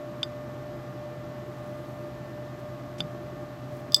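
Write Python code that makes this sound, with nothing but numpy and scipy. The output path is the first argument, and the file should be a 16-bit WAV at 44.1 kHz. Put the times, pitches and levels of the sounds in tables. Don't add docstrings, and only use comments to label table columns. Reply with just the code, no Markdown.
import sys
import numpy as np
from scipy import signal
from scipy.fft import rfft, irfft
from scipy.io import wavfile
from scipy.ndimage import uniform_filter1d, minimum_filter1d

SR = 44100
rng = np.random.default_rng(int(sys.argv[2]) if len(sys.argv) > 2 else 0)


def master_out(mix):
    frames = np.transpose(np.atleast_2d(mix))
    ceiling = np.clip(frames, -1, 1)
    pcm = np.round(ceiling * 32767).astype(np.int16)
    wavfile.write(sys.argv[1], SR, pcm)


N = 176400


def from_db(db):
    return 10 ** (np.asarray(db) / 20)


def rms_one(x):
    return x / np.sqrt(np.mean(np.abs(x) ** 2) + 1e-30)


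def seconds():
    return np.arange(N) / SR


def noise(gain_at):
    hz = np.maximum(np.arange(N // 2 + 1) * SR / N, 1)
    spectrum = rfft(rng.standard_normal(N)) * gain_at(hz)
    return rms_one(irfft(spectrum, N))


def shaped_noise(points):
    pitch_hz, relative_db = np.transpose(points)
    return noise(lambda hz: from_db(np.interp(np.log(hz), np.log(pitch_hz), relative_db)))


def drift(rate_hz):
    return noise(lambda hz: 1 / (1 + (hz / rate_hz) ** 2))


def cut(x, hz, kind, order=2):
    sections = signal.butter(order, min(hz, .45 * SR), kind, fs=SR, output="sos")
    return signal.sosfilt(sections, x + 1e-18)


def ring(t, hz, ring_s):
    return np.sin(2 * np.pi * hz * t) * 1e-3 ** (t / ring_s)


def add(out, start_s, sound):
    i = int(start_s * SR)
    out[i:i + len(sound)] += sound[:N - i]


def test_tubes():
    # start_s, ring_db, hardness (0-1), crack_db, knock_db, top_hz, ring_time_factor
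    touches = [(0.2307, -15, 0.25, -45, -20.5, 10900, .95), (3.005, -20.5, 0.08, -39, -21.5, 12500, 0.9),
               (3.9211, -21.5, 0.8, -38, -54, 15200, 0.47), (3.933, -29, 0.7, -37, -56, 15000, 0.93),
               (3.9445, 13.5, 0.86, -8.5, -30, 16500, 0.83), (3.9628, -16, 1, -52, -60, 14000, 1.5)]
    glass_pitches = [3552, 4500, 4615, 4877, 4888, 5100, 7070, 7810, 7845, 9500, 11085, 11850, 15000]
    # soft_touch_db, hard_touch_db, ring_s
    glass_tones = [(3, -10, 0.025), (-38, -18, 0.027), (-11, -26, 0.043), (-16, -4.5, 0.018),
                   (-24.5, -19, 0.075), (-44, -26, 0.0044), (-24, -42, 0.024), (-33, -14, 0.009),
                   (-45, -24, 0.069), (-26, -40, 0.012), (-34, -32, 0.023), (-39, -24, 0.016),
                   (-56, -32, .022)]
    # pitch_hz, relative_db, ring_s
    knock_tones = [(876, -12.5, 0.0092), (1480, -11, 0.025), (2580, -11, 0.0078), (2960, -3.5, 0.01),
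                   (3230, 1, 0.0097)]
    # pitch_hz, relative_db
    crack_shape = [(2300, -31), (3200, 1), (5500, -8), (8500, -11), (11500, -11), (15500, -6)]
    contact_s, crack_fade_s = 0.0001, 0.01
    bench_echo_s, bench_echo_db = .00225, -11
    t, out = seconds()[:SR // 5], np.zeros(N)
    build_up = 1 - np.exp(-(t / contact_s) ** 2)
    knock = sum(from_db(db) * ring(t, hz, ring_s) for hz, db, ring_s in knock_tones)
    for start_s, ring_db, hardness, crack_db, knock_db, top_hz, ring_time_factor in touches:
        glass = np.zeros(len(t))
        for hz, (soft_db, hard_db, ring_s) in zip(glass_pitches, glass_tones):
            tone_db = soft_db + hardness * (hard_db - soft_db)
            glass += from_db(tone_db) * ring(t, hz, ring_time_factor * ring_s)
        crack = from_db(-60 * t / crack_fade_s) * shaped_noise(crack_shape)[:len(t)]
        clink = build_up * (from_db(ring_db) * glass + from_db(crack_db) * crack)
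        clink = cut(clink, 3380, "high", order=6)
        touch = cut(clink + from_db(knock_db) * build_up * knock, top_hz, "low", order=4)
        add(out, start_s, touch)
        add(out, start_s + bench_echo_s, from_db(bench_echo_db) * touch)
    return out


def gloved_hand():
    # start_s, level_db, pitch_hz, ring_s
    bumps = [(3.003, -28.5, 165, 0.051), (3.0038, -27.5, 637, 0.0092), (3.021, -30, 162, 0.098),
             (3.047, -28, 160, 0.066), (3.327, -36, 347, 0.12)]
    # start_s, length_s, level_db, top_hz
    rubs = [(1.4, 0.82, -70, 14000), (2.585, .024, -64, 15000), (2.978, 0.033, -50, 5800),
            (3.69, 0.16, -66.5, 19000)]
    # pitch_hz, relative_db
    rustle_shape = [(2000, -1), (5500, 0), (10000, 1), (13000, -3), (15500, 1)]
    grain_db, fade_share = 3, 0.27
    t, out = seconds(), np.zeros(N)
    for start_s, db, hz, ring_s in bumps:
        bump = cut(ring(t[:SR // 2], hz, ring_s), 100, "high")
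        add(out, start_s, from_db(db) * bump)
    rustle = shaped_noise(rustle_shape) * from_db(grain_db * drift(rate_hz=87))
    for start_s, length_s, db, top_hz in rubs:
        from_edge_s = np.minimum(t - start_s, start_s + length_s - t)
        fade = np.clip(from_edge_s / (fade_share * length_s), 0, 1)
        out += from_db(db) * rms_one(cut(rustle, top_hz, "low")) * fade
    return out


def machines():
    # pitch_hz, level_db
    hums = [(120.0, -50.5), (129.84, -45), (280.5, -55.5), (649.2, -60.5)]
    # pitch_hz, level_db, waver_depth
    whines = [(245.5, -58, .5), (389.5, -62, .5), (705.2, -63, .3), (807.5, -66, .3), (1105.5, -59, .15),
              (1195, -65, .5), (1207.5, -60, .3), (1341, -68, .3), (1382.5, -66.5, .3), (1515, -74, .4),
              (1674, -71.5, .3), (1786, -62.3, .25), (2012.5, -67, .15), (2385, -76, .3), (2975, -79, .3),
              (5195, -85, .3), (12250, -86, .4)]
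    fan_hz, fan_db, fade_db_per_s = 595.7, -43.5, -0.7
    swell_every_s, swell_peak_s, swell_db = .337, .37, 3.9
    t = seconds()
    swell = np.cos(np.pi * (t - swell_peak_s) / swell_every_s) ** 6
    level_db = fan_db + fade_db_per_s * (t - t.mean()) + swell_db * (swell - swell.mean())
    out = from_db(level_db) * np.sin(2 * np.pi * fan_hz * t)
    for hz, db in hums:
        out += from_db(db) * np.sin(2 * np.pi * (hz * t + rng.random()))
    for hz, db, depth in whines:
        waver = rms_one(1 + depth * (drift(rate_hz=2.9) + 1j * drift(rate_hz=2.9)))
        tone = np.exp(2j * np.pi * (hz * t + rng.random()))
        out += from_db(db) * np.real(waver * tone)
    return np.sqrt(2) * out


def ventilation():
    # pitch_hz, relative_db
    air_shape = [(12, -55), (35, -27), (50, -12), (70, -8), (110, -4.5), (260, -5.5), (450, -12.5),
                 (750, -12), (1000, -18), (1280, -22.5), (1550, -20.5), (2100, -26.5), (4000, -32),
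                 (7000, -39), (10300, -48.5), (13000, -47), (16000, -54.5)]
    # pitch_hz, width_hz, level_db
    housings = [(166, 30, -58), (263, 24, -60), (341, 24, -50.5), (599, 32, -56.5), (664, 14, -60.5),
                (1056, 37, -67), (1185, 73, -62), (11880, 750, -74), (12280, 200, -79.5)]
    out = from_db(-44) * shaped_noise(air_shape)
    for hz, width_hz, db in housings:
        out += from_db(db) * noise(lambda f: 1 / (1 + ((f - hz) / width_hz) ** 2) ** 2)
    return out


def room_echo(x):
    level_db, fade_s, delay_s = -21.5, 0.12, 0.0019
    t = seconds()[:SR // 2]
    hiss = cut(rng.standard_normal(len(t)), 7460, "high", order=1)
    tail = hiss * from_db(-60 * t / fade_s) * (t > delay_s)
    tail /= np.sqrt(np.sum(tail ** 2))
    return from_db(level_db) * signal.fftconvolve(x, tail)[:N]


def scene():
    glass = test_tubes()
    return (machines() + ventilation() + gloved_hand() + glass + room_echo(glass))[None]


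def record(dry):
    limit, treble_cut_hz = 0.92, 16000
    attack_s, hold_s, release_db_per_s = 0.00033, 0.013, 2602
    half_hold, ahead = int(hold_s * SR / 2), int(attack_s * SR)
    over_db = 20 * np.log10(np.maximum(np.abs(dry[0]) / limit, 1))
    held_db = -minimum_filter1d(-over_db, 2 * half_hold + 1, origin=half_hold)
    release_db = release_db_per_s * seconds()
    dip_db = np.maximum.accumulate(held_db + release_db) - release_db
    dip_db = -minimum_filter1d(-dip_db, 2 * ahead + 1)
    dip_db = uniform_filter1d(dip_db, ahead)
    treble_cut = signal.ellip(10, .1, 80, treble_cut_hz, fs=SR, output="sos")
    return signal.sosfilt(treble_cut, dry * from_db(-dip_db))


dry = scene()
out = record(dry)
master_out(out)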